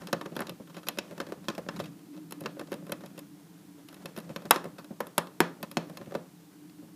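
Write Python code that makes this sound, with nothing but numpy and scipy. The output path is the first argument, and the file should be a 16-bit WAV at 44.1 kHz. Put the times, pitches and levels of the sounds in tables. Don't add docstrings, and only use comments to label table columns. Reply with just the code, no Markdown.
import sys
import numpy as np
from scipy import signal
from scipy.fft import rfft, irfft, next_fast_len
from scipy.io import wavfile
from scipy.ndimage import uniform_filter1d

SR = 44100
rng = np.random.default_rng(int(sys.argv[2]) if len(sys.argv) > 2 else 0)


def waveform_to_disk(signal):
    frames = np.transpose(np.atleast_2d(signal))
    scaled = np.clip(frames, -1, 1) * 32767
    samples = np.round(scaled).astype(np.int16)
    wavfile.write(sys.argv[1], SR, samples)


def attenuation_scalar(level_db):
    decades = np.asarray(level_db, float) / 20
    return 10 ** decades


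N = 306495

# (time [s], claw force [dB], body weight behind it [dB], mid-pane ring [dB], tip sharpness [dB])
STRIKES = [(0.1287, -19.5, 3, -5, -12), (.3646, -31.5, 7, -5.5, -8), (.3909, -33, 8, -4, -16),
           (.4044, -42.5, 16.5, 7.5, 7), (.418, -38, 8, -2.5, -26), (.8854, -17, -12.5, -16, -4),
           (.9861, -19, -7, -19.5, -15), (1.2013, -30, 3.5, -4.5, -11), (1.4842, -20.5, -3, -7, -36),
           (1.4994, -32.5, 2.5, -6, -17), (1.6868, -28.5, 2, -7, -28), (2.459, -24.5, -1.5, -7, -22),
           (2.5943, -34.5, 1.5, -8.5, -10), (2.9198, -26.5, 1.5, -7, -2.5), (4.361, -28.5, 2.5, -10, -14),
           (4.5087, -8.5, -16, -4, 0), (4.5424, -36.5, -8, -2, -14), (4.559, -25.5, 0, -4.5, -12),
           (5.0038, -32.5, 7.5, -1, -4.5), (5.1798, -18.5, 0, -4.5, 5.5), (5.4035, -17.5, 6, -1.5, -5.5),
           (5.6282, -29.5, 2, -7, -3.5), (5.7702, -18, 2, -14.5, -20), (6.1505, -34, 13.5, -7.5, -14.5)]
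# (time [s], force [dB], weight [dB], tip sharpness [dB])
TICKS = [(0.0709, -32, -9, -9.5), (.4693, -35, -8, -12), (0.4939, -30, -6.5, -7), (4.1857, -41.5, 4, -5),
         (2.3085, -45, -4, 3), (2.3224, -35.5, -1.5, 2), (2.4067, -43.5, 3, 3), (4.2002, -46.5, -5, -1.5),
         (2.7181, -36.5, 9.5, -6), (2.7281, -40, 9, -6), (2.74, -36, 3.5, -6), (2.866, -47, 11.5, -1),
         (2.894, -44.5, 14.5, -5), (3.06, -38.5, -16, -10), (3.1775, -36.5, -3.5, -11),
         (3.1908, -42, -5.5, 1.5), (3.886, -38.5, -10.5, -8.5), (3.927, -49, 5, -3),
         (3.943, -44.5, -13, -5), (4.0568, -31.5, -3, -9), (4.1636, -37, -2.5, -6.5),
         (4.1748, -39.5, 11, 0), (4.42, -50, 8, -8.5), (4.4538, -35, 2.5, -11), (4.6415, -43, 10, -4.5),
         (4.8435, -46, 1.5, -4.5), (5.0687, -42.5, 2.5, -0.5), (5.7133, -33.5, -6.5, -2.5),
         (5.8969, -47, 12.5, -1), (5.9714, -32.5, -5, -9)]
# (time [s], force [dB], weight [dB], skid length [ms])
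GRAZES = [(.212, -35, 3.5, 1.06), (0.2561, -47, 11.5, 0.62), (0.2592, -38.5, 11, 0.75),
          (0.3525, -43, -4, 3.4), (0.6734, -49.5, 1.5, 2.6), (0.6955, -49, -1, 5.4), (0.743, -44.5, 0, 6.1),
          (0.7664, -40.5, 4.5, 3), (.7794, -43.5, -4, 4.5), (0.831, -42, -6, 2.2),
          (0.868, -32.5, -3.5, 3.9), (0.9726, -38.5, 3.5, 1.1), (1.1784, -42, 6, 1.5),
          (1.213, -39.5, 8, 0.67), (1.2664, -42, 1, 2.1), (1.442, -47.5, 2.5, 1), (1.4522, -46, -18, 0.79),
          (1.5493, -37.5, -10, 1.4), (1.5788, -40, 16.5, 1.67), (1.7614, -39.5, -3, 2.8),
          (1.791, -38.5, 0.5, 5.6), (1.7989, -34.5, -26, 4.2), (1.838, -39, -17, 3.1),
          (1.856, -40, -33, 2.8), (2.1355, -54.5, -2, 8.7), (2.1649, -50, -4, 1.8),
          (3.035, -49.5, 12.5, 2.7), (4.7822, -43.5, 5.5, 5.8), (5.2706, -40, 0, 0.85),
          (6.6953, -50, -20, 2.5)]
# (time [s], force [dB], weight [dB])
PADS = [(0.0178, -44.5, 8), (.0444, -70, 12), (0.0849, -42.5, 7.5), (0.3183, -50, -4), (0.4838, -52, 13),
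        (1.11, -52, 17), (1.3219, -43.5, 16), (1.6635, -62, 27), (1.8, -38.5, 13), (1.9916, -54, 0),
        (2.4376, -44.5, 2), (2.4506, -53, 21), (2.492, -56, 12), (2.5694, -64, 29), (2.6113, -45.5, 15),
        (2.683, -61, 12), (2.824, -67, 25), (3.0073, -50.5, 9), (4.279, -65, 12.5), (4.293, -43, 2),
        (4.6544, -53, 23.5), (5.3106, -60, -5), (6.0135, -51, 17.5), (6.059, -51, -7),
        (6.1094, -57.5, 18.5), (6.121, -44, 12.5), (6.1418, -54.5, 22), (1.287, -47, 10), (2.175, -49, 2.5),
        (2.6713, -50, -8)]
# (time [s], level [dB])
BUMPS = [(0.035, -61), (0.09, -41), (0.167, -33), (0.321, -28), (0.42, -29), (0.599, -33), (0.789, -43),
         (1.374, -36), (2.069, -48), (2.414, -29), (2.551, -48), (2.778, -56), (3.629, -54), (4.654, -29),
         (4.907, -27.5), (5.603, -36), (6.002, -33), (6.072, -29.5), (6.827, -37), (0.52, -33.5),
         (1.123, -33), (1.292, -33), (4.049, -31), (4.265, -38), (4.299, -27), (4.449, -32)]
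# (frequency [Hz], level [dB], t60 [s])
THUD = [(170.9, -2, 0.17), (217, 5, 0.05), (337, 2.5, 0.037), (393, -3, 0.046), (493.5, -11, 0.11),
        (556.6, 1, 0.054), (697.4, -15, 0.088)]
KNOCK = [(856, -11.5, 0.014), (928, -5, 0.045), (1052, -3, 0.064), (1181, -0.5, 0.036), (1323, 3, 0.021),
         (1510, 5.5, 0.015), (1755, -5.5, 0.043)]
SCRATCH = [(2088, 4, 0.0043), (2120, 2.5, 0.011), (2628, 6, 0.033), (2870, 1, 0.019), (3225, 7.5, 0.017),
           (3680, 10.5, 0.0095), (4045, 2, 0.035), (4530, 4.5, 0.018), (5163, 5, 0.021), (5600, 4, 0.011),
           (6750, -1, 0.023)]
TICK = [(8430, -2, 0.00072), (10310, -2.5, 0.0048), (11680, -2, 0.0045), (13000, -22, .003),
        (14400, -32.5, 0.0028)]
# (time [s], effort [dB])
EFFORT = [(0.0, 14), (.17, -11), (.35, 1), (.7, -6), (1.2, 0), (1.55, -4), (1.8, 10.5), (1.98, -11.5),
          (2.4, -4), (2.75, -1), (3.1, -3.5), (3.6, -8), (4.05, 1), (4.5, -1.5), (4.9, -5.5), (5.5, -10.5),
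          (6.0, 1), (6.35, -8.5)]
# (frequency [Hz], level [dB per Hz])
RUSTLE_COLOUR = [(180, -50.5), (300, 2.5), (565, -0.5), (844, -8), (1520, -9.5), (2270, -15.5),
                 (2600, -17.5), (12000, -28), (15600, -50), (22000, -120)]
# (frequency [Hz], t60 [s])
ROOM = [(150, 0.78), (400, 0.23), (1000, 0.33), (2500, 0.26), (6000, 0.26), (12000, 0.15)]
# (time [s], level [dB])
HUM = [
    (0.0, 2),
    (.9, -1.5),
    (1.6, -1),
    (2.05, 8.5),
    (3.2, 3.5),
    (4.0, -4),
    (5.55, -7),
    (6.0, -3),
    (6.4, -5.5),
    (6.95, 6),
]
# (frequency [Hz], width [Hz])
HUM_NOTES = [
    (173, 53.4),
    (296, 38.7),
    (106.5, 60),
]
# (level [dB], share of effort [1], share of hum load [1])
HUM_MIX = [
    (-49.5, 0.73, 0.3),
    (-55, 0.01, 0.73),
    (-63, .9, 0),
]
# (frequency [Hz], level [dB per Hz])
HISS = [(15, -91), (25, -50.5), (126, -22), (156, -7.5), (178, 4), (198, -43.5), (246, -25.5), (297, -20),
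        (389, -16), (445, -13), (509, -35.5), (703, -22), (2120, -30.5), (2360, -30), (15500, -33)]

STRIKE_MS, TICK_MS, PAD_MS = 1.676, 1.3, 1.01
RING_SHARE, TICK_RING_DB, GRAZE_RING_DB, PAD_RING_DB = 0.59, -10.5, -8, -10
GRAZE_TIP_DB, PAD_TIP_DB = -15, -11.5
FLEX_HZ, FLEX_T60_S, FLEX_DB, PUSH_MS, PUSH_DB = 168.9, 0.44, -23.5, 5.8, -21.5
GAP_DB = -6
ROOM_DB, BUILD_S = -18, 0.022
RUSTLE_DB, HISS_DB = -60.5, -59.5
WANDER_DB, WANDER_S = 1.5, 0.14


def claws():
    near, blows = np.zeros((2, N))
    for s, scratch_db, weight_db, ring_db, tip_db, ms in touches():
        thud_db, knock_db, tick_db = scratch_db + np.array([weight_db, ring_db, tip_db])
        force = skid(ms * np.clip(-scratch_db / 30, .4, 1.3), slips_per_s=7000)
        families = [
            (thud_db + 3.5, ring(THUD, force, detune=0.0051, wash_t60=0.072, size=3600)),
            (knock_db + 7.5, ring(KNOCK, force, detune=0.0064, wash_t60=0.097, size=2600)),
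            (scratch_db - 1.0, ring(SCRATCH, force, detune=0.022, wash_t60=0.033, size=1800)),
            (tick_db + 4, ring(TICK, force, detune=0.005, wash_t60=0.0033, size=1500))]
        for db, (sound, blow) in families:
            add(near, s, attenuation_scalar(db) * sound)
            add(blows, s, attenuation_scalar(db) * blow)
    thin = signal.butter(2, 230, "high", fs=SR, output="sos")
    soft = signal.butter(1, 7000, fs=SR, output="sos")
    return signal.sosfilt(thin, near), signal.sosfilt(np.vstack([thin, soft]), blows)


def touches():
    strikes = [(*row, STRIKE_MS) for row in STRIKES]
    ticks = [(s, db, w, TICK_RING_DB + RING_SHARE * w, tip, TICK_MS) for s, db, w, tip in TICKS]
    grazes = [(s, db, w, GRAZE_RING_DB + RING_SHARE * w, GRAZE_TIP_DB, ms) for s, db, w, ms in GRAZES]
    pads = [(s, db, w, PAD_RING_DB + RING_SHARE * w, PAD_TIP_DB, PAD_MS) for s, db, w in PADS]
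    return strikes + ticks + grazes + pads


def skid(ms, slips_per_s):
    t = np.arange(1500) / SR
    jerks = rng.standard_normal(1500) * (rng.random(1500) < slips_per_s / SR)
    jerks[0] = 0.3
    u = t / (np.clip(ms, .3, 12) / 1000)
    spectrum = rfft(jerks * (0.047 + u) * np.exp(-1.5 * u), 4096)
    flat = spectrum / uniform_filter1d(abs(spectrum), size=5)
    return irfft(flat)[:1500]


def ring(modes, contact, detune, wash_t60, size):
    hz, db, t60 = np.transpose(modes)[:, :, None]
    t = np.arange(size) / SR
    pitch_luck, place_luck, phase_luck = rng.standard_normal((3, len(hz), 1))
    wave = np.sin(2 * np.pi * hz * (1 + detune * pitch_luck) * t + .5 * phase_luck)
    place_db = 2.0 * place_luck
    fade = np.exp(-np.log(1000) * t / t60)
    modes_ringing = (attenuation_scalar(db + place_db) * fade * wave).sum(0)
    sound = signal.fftconvolve(modes_ringing, contact)[:size]
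    sound /= abs(sound).max()
    blow = (attenuation_scalar(db) * fade ** 4 * wave).sum(0)
    scatter = rng.standard_normal(size) * np.tanh(t / 0.0033) * attenuation_scalar(-60 * t / wash_t60)
    wash = signal.fftconvolve(blow, scatter)[:size]
    level = np.sqrt(np.mean(sound ** 2))
    return sound + attenuation_scalar(GAP_DB) * level * evened(wash), level * evened(blow)


def flex():
    out, t = np.zeros(N), np.arange(SR // 4) / SR
    u = t * 1000 / PUSH_MS
    fade = attenuation_scalar(FLEX_DB - 60 * t / FLEX_T60_S)
    swing = fade * np.tanh(t / 0.0026) * np.sin(2 * np.pi * FLEX_HZ * t)
    push = attenuation_scalar(PUSH_DB) * u * (2 - u) * np.exp(-u)
    for s, db, weight_db, *_ in touches():
        add(out, s, attenuation_scalar(db + weight_db) * (swing + push))
    return out


def bumps():
    out = np.zeros(N)
    deep = signal.butter(2, 90, "high", fs=SR, output="sos")
    for s, db in BUMPS:
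        thud, _ = ring(THUD, np.hanning(70), detune=0.0049, wash_t60=0.11, size=3600)
        add(out, s, attenuation_scalar(db) * signal.sosfilt(deep, thud))
    return out


def rustle():
    sizes = attenuation_scalar(1.2 * np.minimum(rng.exponential(1, N), 4))
    snaps = sizes * (rng.random(N) < 300 / SR)
    puffs = signal.oaconvolve(snaps, np.exp(-np.arange(900) / (0.014 * SR)))[:N]
    level = attenuation_scalar(RUSTLE_DB + along(EFFORT, 1) + wander())
    return level * coloured(puffs * rng.standard_normal(N), RUSTLE_COLOUR)


def echoes(x, decay, first, step):
    taps = np.zeros(SR // 2)
    at = np.arange(first, len(taps) - step, step)
    signs = rng.choice([-1., 1.], len(at))
    taps[at + rng.integers(0, step, len(at))] = signs * np.tanh(at / SR / BUILD_S) ** 2
    hz, t, bands = signal.stft(taps, SR, nperseg=128)
    fade = attenuation_scalar(-60 * t / read(decay, hz)[:, None])
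    tail = signal.istft(bands * fade, SR, nperseg=128)[1]
    return signal.fftconvolve(x, tail / np.linalg.norm(tail))[:N]


def hum():
    out, t = np.zeros(N), np.arange(N) / SR
    drives = [np.ones(N), along(EFFORT, 1), along(HUM, 1)]
    for (hz, width), mix in zip(HUM_NOTES, HUM_MIX):
        r = np.exp(-np.pi * width / SR)
        noise = rng.standard_normal(N) + 1j * rng.standard_normal(N)
        waver = signal.lfilter([1], np.convolve([1, -r], [1, -r]), noise)
        note = evened((waver * np.exp(2j * np.pi * hz * t)).real)
        out += attenuation_scalar(np.dot(mix, drives) + wander()) * note
    return out


def hiss():
    return attenuation_scalar(HISS_DB) * coloured(rng.standard_normal(N), HISS)


def wander():
    smooth = max(round(WANDER_S * SR / 256), 1)
    steps = uniform_filter1d(rng.standard_normal(N // 256 + 2), size=smooth)
    return WANDER_DB * np.interp(np.arange(N) / 256, np.arange(len(steps)), evened(steps))


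def coloured(x, spectrum):
    size = next_fast_len(N)
    gain = attenuation_scalar(read(spectrum, np.fft.rfftfreq(size, 1 / SR)))
    return evened(irfft(rfft(x, size) * gain, size)[:N])


def evened(x):
    return x / np.sqrt(np.mean(x ** 2) + 1e-20)


def read(points, hz):
    f, value = np.transpose(points)
    return np.interp(np.log(hz + 1), np.log(f + 1), value)


def along(rows, column):
    rows = np.array(rows)
    return np.interp(np.arange(N) / SR, rows[:, 0], rows[:, column])


def add(mix, s, sound):
    part = mix[round(s * SR):][:len(sound)]
    part += sound[:len(part)]


def scene():
    near, blows = claws()
    body = rustle()
    room = attenuation_scalar(ROOM_DB) * echoes(blows + body, ROOM, first=300, step=12)
    return (near + flex() + bumps() + body + room + hum() + hiss())[None]


def low_pass(x):
    return signal.sosfilt(signal.butter(12, 16180, fs=SR, output="sos"), x)


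def record(dry):
    bass_cut = signal.butter(5, 125, "high", fs=SR, output="sos")
    mic = signal.sosfilt(bass_cut, dry) + attenuation_scalar(-13.0) * dry
    mic = np.tanh(mic ** 3 / 3 + mic)
    mix = signal.oaconvolve(mic, signal.firwin(127, 15300, fs=SR)[None], "same")
    return low_pass(mix)


dry = scene()
out = record(dry)
waveform_to_disk(out)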